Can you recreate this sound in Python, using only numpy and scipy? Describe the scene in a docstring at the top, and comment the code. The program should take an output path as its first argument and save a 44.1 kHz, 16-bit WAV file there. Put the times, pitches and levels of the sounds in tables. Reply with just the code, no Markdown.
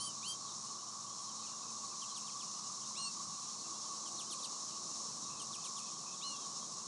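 """An open yard with garden feeders, giving little echo. Near the microphone goldfinches squabble:
rising whistles from both sides of the syrinx at once, and runs of quick falling chips.
Further off, other birds slur, pip and twitter. Behind them two cicada choruses hold steady in the
trees, a hollow drone and a high hiss. Far traffic and a faint motor hum lie underneath."""
import sys
import numpy as np
from scipy import signal
from scipy.fft import rfft, irfft, next_fast_len
from scipy.io import wavfile
from scipy.ndimage import uniform_filter1d

SR = 44100
rng = np.random.default_rng(int(sys.argv[2]) if len(sys.argv) > 2 else 0)


def file_out(sig):
    """Save sig as 16-bit WAV at sys.argv[1]."""
    # one column per channel
    cols = np.atleast_2d(sig).T
    # limit, then scale
    lim = np.clip(cols, -1, 1)
    pcm = np.round(lim * 32767).astype(np.int16)
    wavfile.write(sys.argv[1], SR, pcm)


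N = 302963
TIME = np.arange(N) / SR

# spectra of the far road and of the cicadas in the trees: frequency_hz, relative_db
RUMBLE_SPECTRUM = [(20, -16), (45, -29), (70, -14.5), (100, -12), (140, 0), (190, 1.5), (240, -3),
                   (320, -19), (500, -36)]
ROAR_SPECTRUM = [(150, -18), (260, -0.5), (340, 2), (410, -2.5), (510, -1.5), (650, -2.5), (900, -2.5),
                 (1500, -19.5)]
DRONE_SPECTRUM = [(600, -24.5), (800, -17.5), (930, -15.5), (1030, -6), (1085, -4), (1122, 2), (1165, -3.5),
                  (1230, -10.5), (1350, -20), (1550, -28), (2000, -38)]
HISS_SPECTRUM = [(1500, -26), (2100, -26), (2700, -22.5), (3300, -19), (3900, -8), (4300, -5.5), (4850, -7),
                 (5450, 1.5), (6900, 0), (7900, -8), (9200, -13), (10000, -18.5), (11000, -22.5)]
# slow swells of the same four layers, each within its main band: time_s, level_db
RUMBLE_SWELL = [(0.0, -64.5), (0.8, -67.5), (2.4, -67.5), (3.25, -63.5), (3.6, -68.5), (4.45, -67.5),
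                (5.45, -61.5), (5.75, -66), (6.87, -65)]
ROAR_SWELL = [(0.0, -66.5), (3.3, -67), (3.95, -64), (5.25, -63.5), (6.0, -65.5), (6.6, -62.1), (6.87, -65)]
DRONE_SWELL = [(0.0, -54.5), (0.6, -53.5), (3.2, -53.5), (5.4, -54), (5.8, -54.5), (6.87, -54.5)]
HISS_SWELL = [(0.0, -46.9), (0.35, -47.0), (0.9, -48.0), (1.4, -47.5), (2.2, -46.5), (2.8, -46),
              (3.6, -46.4), (4.0, -46.5), (5.0, -45.5), (5.35, -47), (5.8, -46.5), (6.1, -47.5),
              (6.5, -46.5), (6.87, -47)]
# tones of a distant motor: pitch_hz, level_db, fade_db_per_s
MOTOR_TONES = [(118.7, -69.5, 2.5), (218.8, -67.5, 0)]
# soft slurs of birds further off: start_s, length_s, start_hz, end_hz, base_db
FAR_SLURS = [(.401, .13, 4490, 3590, -62), (3.475, .046, 2900, 3470, -74), (4.71, 0.078, 2650, 3170, -71),
             (5.82, .15, 3540, 3240, -68.5), (6.318, .14, 3410, 3180, -68)]
# a far bird repeats one low arched note: start_s, base_db
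FAR_PIPS = [(1.42, -72), (1.67, -71), (5.295, -68), (5.359, -69), (5.56, -69), (5.607, -69), (5.803, -69),
            (5.856, -67), (6.06, -68.5), (6.108, -69)]
# falling chips at the feeders: start_s, start_hz, end_hz, base_db, overtones_base_db, high_voice_gain
NEAR_CHIPS = [(1.287, 3400, 2880, -66, -76, 0.18), (1.463, 3350, 2250, -66, -78, 0.19),
              (2.016, 3460, 2530, -56, -70, 0), (2.144, 4640, 2350, -55.5, -55, 0),
              (2.264, 3960, 1940, -60.5, -73, .5), (2.399, 3660, 2130, -61, -68, 0),
              (4.057, 3370, 2750, -59.5, -60, 0), (4.178, 4500, 2350, -52.5, -56, 0),
              (4.303, 4080, 2180, -55.5, -51.5, 2.2), (4.383, 3600, 2970, -65, -60, 0),
              (4.424, 4260, 2470, -54, -52.5, 2.8), (5.396, 3340, 2670, -57, -52.5, 0.71),
              (5.521, 4350, 2240, -54.5, -56, 0), (5.638, 3830, 2080, -57.5, -53.5, 1.9),
              (5.766, 3750, 2200, -59.5, -55, 0.19)]
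# two-voiced whistles at the feeders: start_s, length_s, rise_s, low_top_hz, sag_hz, high_top_hz, step_hz,
# low_base_db, high_base_db, high_fade_db; then, relative to the voices, the low one's harmonics and
# the sum tone: second_db, third_db, sum_db
NEAR_WHISTLES = [(-.026, 0.14, 0.051, 3166, 255, 4670, 160, -51.5, -51.5, 12, -9, 2.5, -6),
                 (.226, .122, 0.065, 3176, 4, 4740, -77, -48.5, -47.5, 14, -12, -3.5, -5),
                 (2.949, .157, .042, 2850, 230, 4270, 152, -55.5, -46, -5, 4, 4.5, -19),
                 (6.21, .157, 0.037, 2957, 297, 4210, 153, -55.7, -48.5, 13, -2, -8, -17)]


def undb(db):
    """Decibels to gain."""
    return 10 ** (np.asarray(db) / 20)


def swell(rows):
    """Gain over the scene, joining a table's levels by straight lines in dB."""
    times_s, levels_db = np.transpose(rows)
    return undb(np.interp(TIME, times_s, levels_db))


def wander(rate_hz, size=N):
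    """Smooth random wander of spread about 1."""
    length = next_fast_len(size)
    hz = np.fft.rfftfreq(length, 1 / SR)
    drift = irfft(rfft(rng.standard_normal(length)) / (1 + (hz / rate_hz) ** 4), length)
    return drift[:size] / drift.std()


def wash(spectrum, band_hz, flicker_db, flicker_hz):
    """Many far sources merged: noise with rms about 1 inside band_hz, flickering in third-octave bands."""
    hz = np.fft.rfftfreq(N, 1 / SR) + 1
    points_hz, db = np.transpose(spectrum)
    colour = undb(np.interp(np.log(hz), np.log(points_hz), db))
    roll_off = (1 + (hz / (1.23 * points_hz[-1])) ** 8) * (1 + (0.87 * points_hz[0] / hz) ** 8)
    bins = rfft(rng.standard_normal(N)) * colour / roll_off
    bins /= irfft(bins * (hz > band_hz[0]) * (hz < band_hz[1]), N).std()
    out = np.zeros(N)
    for k in range(3):  # bands an octave apart flicker together
        share = np.cos(np.pi * (np.log2(hz) + k / 3)) ** 2 * 2 / 3
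        out += irfft(bins * share, N) * undb(flicker_db * wander(flicker_hz))
    return out


def add(out, start_s, sound):
    """Mix a sound in at its time."""
    i = int(start_s * SR)
    sound, i = sound[max(-i, 0):], max(i, 0)
    out[i:i + len(sound)] += sound[:N - i]


def gate(t, edge_s):
    """Soft start and stop of a note."""
    return np.sin(np.pi / 2 * np.clip(np.minimum(t - t[0], t[-1] - t) / edge_s, 0, 1)) ** 2


def ease(t, span_s):
    """Falls from 1 to 0 over the span, levelling out as it arrives."""
    return np.clip(1 - t / span_s, 0, 1) ** 2


def traffic():
    """A far road: engine rumble and dull tyre roar."""
    rumble = wash(RUMBLE_SPECTRUM, band_hz=(80, 205), flicker_db=0.5, flicker_hz=5.4)
    roar = wash(ROAR_SPECTRUM, band_hz=(280, 700), flicker_db=1.64, flicker_hz=4.1)
    return swell(RUMBLE_SWELL) * rumble + swell(ROAR_SWELL) * roar


def motor_hum():
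    """Two wavering tones of a distant motor; the lower one dies away."""
    out = np.zeros(N)
    for pitch_hz, level_db, fade_db_per_s in MOTOR_TONES:
        phase = 2 * np.pi * np.cumsum(pitch_hz * (1 + 0.0077 * wander(5.8))) / SR
        out += np.sqrt(2) * undb(level_db - fade_db_per_s * TIME + 0.97 * wander(5.1)) * np.sin(phase)
    return out


def cicadas():
    """Back in the trees, thousands of insects blur into a narrow drone and a broad hiss."""
    drone = wash(DRONE_SPECTRUM, band_hz=(950, 1300), flicker_db=1.26, flicker_hz=15)
    hiss = wash(HISS_SPECTRUM, band_hz=(5000, 7500), flicker_db=1.0, flicker_hz=20)
    return swell(DRONE_SWELL) * drone + swell(HISS_SWELL) * hiss


def syrinx(hz, jitter):
    """Phase of one membrane whose tension trembles slightly."""
    tremble = uniform_filter1d(rng.standard_normal(len(hz)), size=100) * np.sqrt(100)
    return 2 * np.pi * np.cumsum(hz * (1 + jitter * tremble)) / SR


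def glide(length_s, start_hz, end_hz, arch_hz, jitter):
    """Phase, envelope and progress (0-1) of one short curved note."""
    t = np.arange(0, length_s, 1 / SR)
    progress = t / length_s
    hz = start_hz + (end_hz - start_hz) * progress + 4 * arch_hz * progress * (1 - progress)
    return syrinx(hz, jitter), np.sqrt(2) * gate(t, edge_s=0.0033), progress


def flock_twitter(count=110, lowest_hz=2627, highest_hz=4460):
    """The distant flock twitters at random, mostly low, half buried in the insects."""
    out = np.zeros(N)
    for when, pitch, slope, faintness in rng.random((count, 4)):
        height = pitch ** 2
        start_hz = lowest_hz + (highest_hz - lowest_hz) * height
        end_hz = start_hz - 600 * (slope - .3)
        level_db = -70.5 + 16 * height - 8 * faintness  # higher notes are louder
        phase, envelope, _ = glide(0.0413, start_hz, end_hz, arch_hz=118, jitter=0.022)
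        add(out, when * N / SR, undb(level_db) * envelope * np.sin(phase))
    return out


def slurs_and_pips(pip_s=0.0435, pip_hz=(2470, 2440), pip_arch_hz=161):
    """Birds further off: only a wavering fundamental carries to the microphone."""
    out = np.zeros(N)
    slurs = [(*slur, 0) for slur in FAR_SLURS]  # straight glides, no arch
    pips = [(start_s, pip_s, *pip_hz, base_db, pip_arch_hz) for start_s, base_db in FAR_PIPS]
    for start_s, length_s, start_hz, end_hz, base_db, arch_hz in slurs + pips:
        phase, envelope, _ = glide(length_s, start_hz, end_hz, arch_hz, jitter=.028)
        level_db = base_db + 1.5 + 1.5 * wander(50, size=len(phase))
        add(out, start_s, undb(level_db) * envelope * np.sin(phase))
    return out


def beak_gain(hz, centre_hz=8300, width_hz=910, depth_db=11.6):
    """An overtone is at full strength on the resonance of throat and beak, and weaker elsewhere."""
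    return undb(depth_db / (1 + (2 * (hz - centre_hz) / width_hz) ** 2) - depth_db)


def chip_sweep(length_s, start_hz, end_hz, base_db, overtones_base_db):
    """A quick, rough sweep that weakens as it falls; overtones flash through the beak resonance."""
    phase, envelope, progress = glide(length_s, start_hz, end_hz, arch_hz=-68, jitter=0.0197)
    hz = np.gradient(phase) * SR / (2 * np.pi)
    second, third, fourth = (beak_gain(k * hz) * np.sin(k * phase) for k in (2, 3, 4))
    body = undb(base_db + 4 - 13.4 * progress ** 2) * (np.sin(phase) + undb(-6) * second)
    overtones_db = overtones_base_db + 6 + 2 * wander(110, size=len(phase))
    return envelope * (body + undb(overtones_db) * (third + undb(-2) * fourth))


def goldfinch_chips(fall_hz_per_s=120000, join_s=.018):
    """At the feeders, each chip is a sweep of the low voice; in some the high voice joins halfway."""
    out = np.zeros(N)
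    for start_s, start_hz, end_hz, base_db, overtones_base_db, high_voice_gain in NEAR_CHIPS:
        length_s = .029 + (start_hz - end_hz) / fall_hz_per_s  # a wider fall takes longer
        low = chip_sweep(length_s, start_hz, end_hz, base_db, overtones_base_db)
        # the high voice starts above the low one and drops quickly, always to the same pitch
        high = chip_sweep(.02, 1.16 * start_hz, 3450, base_db, overtones_base_db - 13)
        add(out, start_s, low)
        add(out, start_s + join_s, high_voice_gain * high)
    return out


def goldfinch_whistles(scoop=.29, release_s=0.038, step_at_s=.102, step_s=0.0069, dip_hz=80, droop_hz=90):
    """At the feeders, both membranes of the syrinx scoop up together and mix into sum tones."""
    out = np.zeros(N)
    for (start_s, length_s, rise_s, low_top_hz, sag_hz, high_top_hz, step_hz,
         low_base_db, high_base_db, high_fade_db, second_db, third_db, sum_db) in NEAR_WHISTLES:
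        t = np.arange(0, length_s, 1 / SR)
        onset, release = ease(t, rise_s), ease(length_s - t, release_s)
        low_hz = low_top_hz * (1 - scoop * onset) - sag_hz * ease(length_s - t, length_s - rise_s)
        # the high voice arrives later, dips, steps to a new pitch and droops as the call closes
        high_hz = high_top_hz * (1 - scoop * ease(t, 1.35 * rise_s)) - droop_hz * release
        switch = (t - step_at_s) / step_s
        high_hz += step_hz * (1 + np.tanh(switch)) / 2 - dip_hz * np.exp(-.5 * (switch + 1) ** 2)
        # effort swells and is released; the high voice follows it more steeply
        effort_db = -11.5 * onset - 12 * release
        low_db = low_base_db + effort_db
        high_db = high_base_db + 1.76 * effort_db - high_fade_db * (t / length_s - .5)
        low_phase, high_phase = syrinx(low_hz, jitter=0.0058), syrinx(high_hz, jitter=0.0028)
        voices = undb(low_db) * np.sin(low_phase) + undb(high_db) * np.sin(high_phase)
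        sum_tones = np.sin(low_phase + high_phase) + undb(-6.5) * np.sin(2 * low_phase + high_phase)
        overtones = undb((low_db + high_db) / 2 + sum_db) * sum_tones
        overtones += undb(low_db + second_db) * np.sin(2 * low_phase)
        overtones += undb(low_db + third_db) * np.sin(3 * low_phase)
        overtones += undb(high_db - 23) * np.sin(2 * high_phase)
        # overtones grow as the beak opens in mid-call
        beak_opening = gate(t, edge_s=0.031) * undb(2 * wander(60, size=len(t)))
        add(out, start_s, np.sqrt(2) * gate(t, edge_s=0.0014) * (voices + beak_opening * overtones))
    return out


def yard(direct, wet_db, t60_s):
    """Thin scatter from the house wall, lawn and trees, 12 ms behind the direct sound."""
    t = np.arange(SR // 2) / SR
    tail = rng.standard_normal(len(t)) * np.exp(-np.log(1000) * t / t60_s) * (t > .012)
    return direct + undb(wet_db) * signal.fftconvolve(direct, tail / np.linalg.norm(tail))[:N]


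def scene():
    """One microphone in the yard: near and far birds over the insects, the road and the motor."""
    near = yard(goldfinch_whistles() + goldfinch_chips(), wet_db=-12, t60_s=0.097)
    far = yard(slurs_and_pips() + flock_twitter(), wet_db=-11, t60_s=.25)
    return (near + far + cicadas() + traffic() + motor_hum())[None]


def record(dry):
    """The microphone feeds a camera, which cuts the top steeply."""
    top_hz = 11150
    return signal.sosfilt(signal.ellip(12, .1, 70, top_hz, fs=SR, output="sos"), dry)


dry = scene()
out = record(dry)
file_out(out)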